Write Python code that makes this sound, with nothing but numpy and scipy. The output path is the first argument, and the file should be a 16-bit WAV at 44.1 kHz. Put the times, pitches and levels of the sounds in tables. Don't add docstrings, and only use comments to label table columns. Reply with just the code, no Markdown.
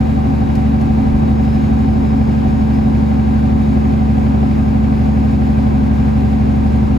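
import sys
import numpy as np
from scipy import signal
from scipy.fft import rfft, irfft, next_fast_len
from scipy.io import wavfile
from scipy.ndimage import map_coordinates

SR = 44100
rng = np.random.default_rng(int(sys.argv[2]) if len(sys.argv) > 2 else 0)


def wav_out(sig):
    wavfile.write(sys.argv[1], SR, np.round(np.clip(np.atleast_2d(sig).T, -1, 1) * 32767).astype(np.int16))


N = 307818
TIME = np.arange(N) / SR

CYLINDER_DB = [3.5, 7, -1, -0.5, 3, 3]


def amp(db):
    return 10 ** (np.asarray(db) / 20)


def unit(x):
    return x / np.sqrt(np.mean(x ** 2) + 1e-20)


def along(points, hz):
    point_hz, values = np.transpose(points)
    return np.interp(np.log(hz + 1), np.log(point_hz + 1), values)


def wobble(rate_hz):
    knots = rng.standard_normal(4096)
    coarse_s = TIME[::32]
    curve = map_coordinates(knots, [coarse_s * rate_hz + 2], mode="mirror")
    return np.interp(TIME, coarse_s, curve)


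def filtered(x, response):
    size = next_fast_len(N + SR // 2)
    hz = np.fft.rfftfreq(size, 1 / SR)
    return irfft(rfft(x, size) * response(hz), size)[..., :N]


def split(difference):
    return np.array([[.5], [-.5]]) * difference


def noise():
    return rng.standard_normal((2, N))


def in_cab(pair, spectrum):
    # (frequency [Hz], coherence [0..1])
    coherence = [(60, .98), (140, .92), (220, .75), (340, .4), (550, .65), (800, .72), (1200, .4),
                 (1700, .3), (2300, .58), (4500, .6), (5700, .35), (7000, .95)]
    # (frequency [Hz], left-right [dB])
    balance = [(60, 3.5), (110, -8), (200, 6), (380, 1), (700, 2.5), (1290, 0.5), (2380, 2.5), (4400, 3),
               (8120, -0.5), (15000, 1.5)]
    # (frequency [Hz], left lead [rad])
    left_lead = [(220, 0), (340, .6), (450, 3), (780, 4.3), (900, 3.5), (1400, 3.1), (2150, .6), (3300, .7),
                 (5500, 0), (7500, 0), (8350, -3), (9560, -3.2), (10400, -6.3), (11700, -6.2),
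                 (12500, -9.2), (13800, -9.6), (14600, -12.6)]

    def blend(hz):
        angle = np.arccos(np.clip(along(coherence, hz), 0, 1)) / 2
        return amp(along(spectrum, hz)) * [np.cos(angle), np.sin(angle)]

    def place(hz):
        return amp(split(along(balance, hz))) * np.exp(1j * split(along(left_lead, hz)))

    mid, side = filtered(pair, blend)
    return unit(filtered(np.array([mid + side, mid - side]), place))


def wind(level_db):
    # (frequency [Hz], relative density [dB])
    spectrum = [(600, -28), (1400, -6), (1570, 6.5), (1750, -0.5), (2450, -1), (3100, -9), (3800, -9.5),
                (5000, -13), (6000, -17.5), (7600, -20), (9200, -22), (10200, -23), (13000, -24.5),
                (15700, -30)]
    return amp(level_db + .15 * wobble(4.7) + .59 * wobble(22)) * in_cab(noise(), spectrum)


def tyres(level_db):
    # (frequency [Hz], relative density [dB])
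    spectrum = [(25, -34.5), (45, -0.5), (60, 10), (100, 7.5), (140, 7.5), (180, 0.5), (220, 7.5),
                (300, 0.5), (370, 4.5), (450, -2), (700, -5), (930, -3.5), (1150, -9.5), (1500, -17.5),
                (6000, -91.5)]
    return amp(level_db + .46 * wobble(13)) * in_cab(noise(), spectrum)


def suspension(floor_db, vary_db, attack_s, release_s):
    # (time [s], level [dB], hold [s])
    bumps = [(0.52, -24, 0.05), (1.10, -21, 0.11), (1.93, -35, 0.06), (2.42, -34, 0.12), (2.89, -32, 0.06),
             (6.68, -33, 0.2)]
    # (frequency [Hz], relative density [dB])
    spectrum = [(15, -26.5), (26, -19), (35, -8), (42, 6), (55, -4), (80, -16), (200, -60.5), (500, -120)]
    power = amp(floor_db + vary_db * wobble(7)) ** 2
    for start_s, db, hold_s in bumps:
        attack = np.clip((TIME - start_s) / attack_s, 0, 1)
        release = np.exp(-np.maximum(TIME - start_s - attack_s - hold_s, 0) / release_s)
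        power += (amp(db) * attack * release) ** 2
    return np.sqrt(power) * in_cab(noise(), spectrum)


def trim_ticks(t60_s, rise_s):
    # (time [s], level [dB])
    ticks = [(0.551, -36), (0.81, -41)]
    # (frequency [Hz], relative density [dB])
    spectrum = [(800, -20), (2400, 4), (5000, 3), (8000, -4), (11000, -2.5), (15000, -12)]
    envelope = np.zeros(N)
    for start_s, db in ticks:
        age_s = np.maximum(TIME - start_s, 0)
        envelope += amp(db - 60 * age_s / t60_s) * (1 - np.exp(-age_s / rise_s))
    return envelope * in_cab(noise(), spectrum)


def whistles(cycle_hz, blur_hz, flicker_db, fade_s):
    # (frequency at mean speed [Hz], level [dB], start [s], end [s])
    tones = [(3795, -63.5, 0, 3.8), (5058, -60.5, 1.33, 1.64), (5058, -60.5, 1.84, 2.35),
             (5058, -63.5, 2.35, 3.2), (5065, -68, 3.2, 6.98), (6577, -71, 0.8, 6.98)]
    out = np.zeros(N)
    for hz, db, start_s, end_s in tones:
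        pitch_hz = hz * cycle_hz / cycle_hz.mean() + blur_hz * wobble(70)
        phase = 2 * np.pi * np.cumsum(pitch_hz) / SR
        gate = np.clip(.5 + np.minimum(TIME - start_s, end_s - TIME) / fade_s, 0, 1)
        out += amp(db + flicker_db * wobble(13)) * gate * np.sqrt(2) * np.sin(phase)
    return out * amp(split(2.5))


def gears(cycle, waver_db, wander_cycles):
    # (order [x cycle rate], level [dB], left-right [dB], left lead [rad])
    meshes = [(21.43, -25.5, 1.5, 0), (61, -46.5, 5, 4.5), (61.43, -40.5, 0, 4.6), (62, -42.5, 1, 4.6),
              (63, -43.5, 4, 4.6), (64, -46, 7, 4.5)]
    out = np.zeros((2, N))
    for order, db, pan_db, lead_rad in meshes:
        phase = 2 * np.pi * (order * (cycle + wander_cycles * wobble(14)) + rng.uniform())
        gain = amp(db + waver_db * wobble(12) + split(pan_db))
        out += gain * np.sqrt(2) * np.sin(phase + split(lead_rad))
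    return out


def engine_speed(base_hz, slowing_hz_per_s, excess_hz, settle_s):
    return base_hz - slowing_hz_per_s * TIME + excess_hz * np.exp(-TIME / settle_s)


def valve_flow(cycle, fall_firings, scatter_db):
    firing = cycle * len(CYLINDER_DB)
    index = firing.astype(int)
    size_db = np.array(CYLINDER_DB)[index % len(CYLINDER_DB)]
    size_db = size_db + scatter_db * rng.standard_normal(1024)[index]
    return unit(amp(size_db) * np.exp(-(firing % 1) / fall_firings))


def rasp(cycle, flow, ring_db, puff_db, panel_t60_s):
    # (frequency [Hz], relative density [dB])
    spectrum = [(100, -58), (260, -22), (330, 0), (420, -3.5), (520, 6), (600, -0.5), (710, -7), (760, 9.5),
                (820, -7), (930, -6), (1200, -15), (2400, -25), (4000, -37), (9000, -76)]
    knocks = np.maximum(np.diff(flow, prepend=flow[0]), 0)
    cylinder = (cycle % 1 * len(CYLINDER_DB)).astype(int)
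    decay = amp(-60 * TIME[:SR // 8] / panel_t60_s)
    ring = np.zeros((2, N))
    for k in range(len(CYLINDER_DB)):
        panels = rng.standard_normal((2, len(decay))) * decay
        own_knocks = knocks * (cylinder == k)
        ring += signal.fftconvolve(own_knocks[None], panels, axes=1)[:, :N]
    return amp(ring_db) * in_cab(ring, spectrum) + amp(puff_db) * in_cab(noise() * flow, spectrum)


def exhaust_drone(cycle, cycle_hz, waver_db, throb_waver_db, throb_wander_rad, dispersion_rad):
    # (order [x cycle rate], base level [dB], left-right [dB], left lead [rad])
    partials = [(4, -40.2, 0.1, -0.1), (5, -34.8, 1.1, -0.2), (6, -17.8, 4.2, -0.1), (7, -37.1, 3.4, 0.1),
                (8, -35.8, 0.4, -0.6), (9, -29.0, 1.3, -0.0), (10, -26.2, -0.4, 0.1), (11, -33.3, 3.7, 0.2),
                (12, -23.1, 5.7, 0.6), (13, -39.6, 3.2, 1.1), (14, -39.2, -5.2, 0.0),
                (15, -44.9, -10.0, 1.3), (16, -28.8, -0.7, -0.1), (17, -34.2, -5.1, -0.0),
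                (18, -17.6, -5.7, 0.1), (19, -39.2, -0.9, 0.4), (20, -38.7, -3.7, -0.2),
                (21, -35.4, 4.4, 0.4), (22, -29.7, -1.8, -0.4), (24, -37.1, 10.8, -2.1),
                (27, -45.1, 12.1, 0.3), (28, -41.2, 4.6, 2.5), (34, -42.6, 2.7, -2.1), (36, -45, -0.3, 3.0),
                (39, -43.5, -3.4, -3.0), (42, -43.5, -3.3, -3.1), (45, -41.3, -4.2, -2.0),
                (48, -41.8, -2.3, -2.8), (57, -44.5, -0.3, -2.7), (66, -44.4, 1.2, -2.7)]
    # (time [s], gain [dB])
    boom = [(0.4, -1.5), (0.95, 0.3), (4.0, 0.54), (6.98, -0.4)]
    boom_db = np.interp(TIME, *np.transpose(boom))
    note_db = -1.46 + 7 * (cycle_hz[0] - cycle_hz)
    out = np.zeros((2, N))
    for order, db, pan_db, lead_rad in partials:
        harmonic = order / len(CYLINDER_DB)
        start_rad = rng.uniform(0, 2 * np.pi)
        swell, drift = wobble(7), wobble(4.7)
        if harmonic % 1 == 0:
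            level_db = db + waver_db * swell + note_db * (harmonic == 1) + boom_db * (harmonic == 3)
            offset_rad = dispersion_rad * (harmonic - 1) * (harmonic - 2)
        else:
            level_db = db + throb_waver_db * swell
            offset_rad = start_rad + throb_wander_rad * drift
        phase = 2 * np.pi * order * cycle + offset_rad + split(lead_rad)
        out += amp(level_db + split(pan_db)) * np.sqrt(2) * np.cos(phase)
    return out


def scene():
    cycle_hz = engine_speed(base_hz=12.298, slowing_hz_per_s=.036, excess_hz=.07, settle_s=.6)
    cycle = np.cumsum(cycle_hz * (1 + .0004 * wobble(9))) / SR
    flow = valve_flow(cycle, fall_firings=.35, scatter_db=1.35)
    mix = exhaust_drone(cycle, cycle_hz, waver_db=.03, throb_waver_db=.1,
                        throb_wander_rad=.033, dispersion_rad=1.453)
    mix += rasp(cycle, flow, ring_db=-31, puff_db=-40.5, panel_t60_s=.07)
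    mix += gears(cycle, waver_db=1.65, wander_cycles=.0011)
    mix += whistles(cycle_hz, blur_hz=9, flicker_db=4, fade_s=.05)
    mix += suspension(floor_db=-36.5, vary_db=2.5, attack_s=.03, release_s=.05)
    mix += tyres(level_db=-22.5) + wind(level_db=-40)
    return mix + trim_ticks(t60_s=.08, rise_s=.002)


def record(dry):
    fade_s, cutoff_hz = .008, 15800
    ramp = np.clip(np.minimum(TIME, TIME[-1] - TIME) / fade_s, 0, 1)
    low_pass = signal.ellip(12, .05, 60, cutoff_hz, fs=SR, output="sos")
    return signal.sosfilt(low_pass, dry * np.sin(ramp * np.pi / 2) ** 2)


dry = scene()
out = record(dry)
wav_out(out)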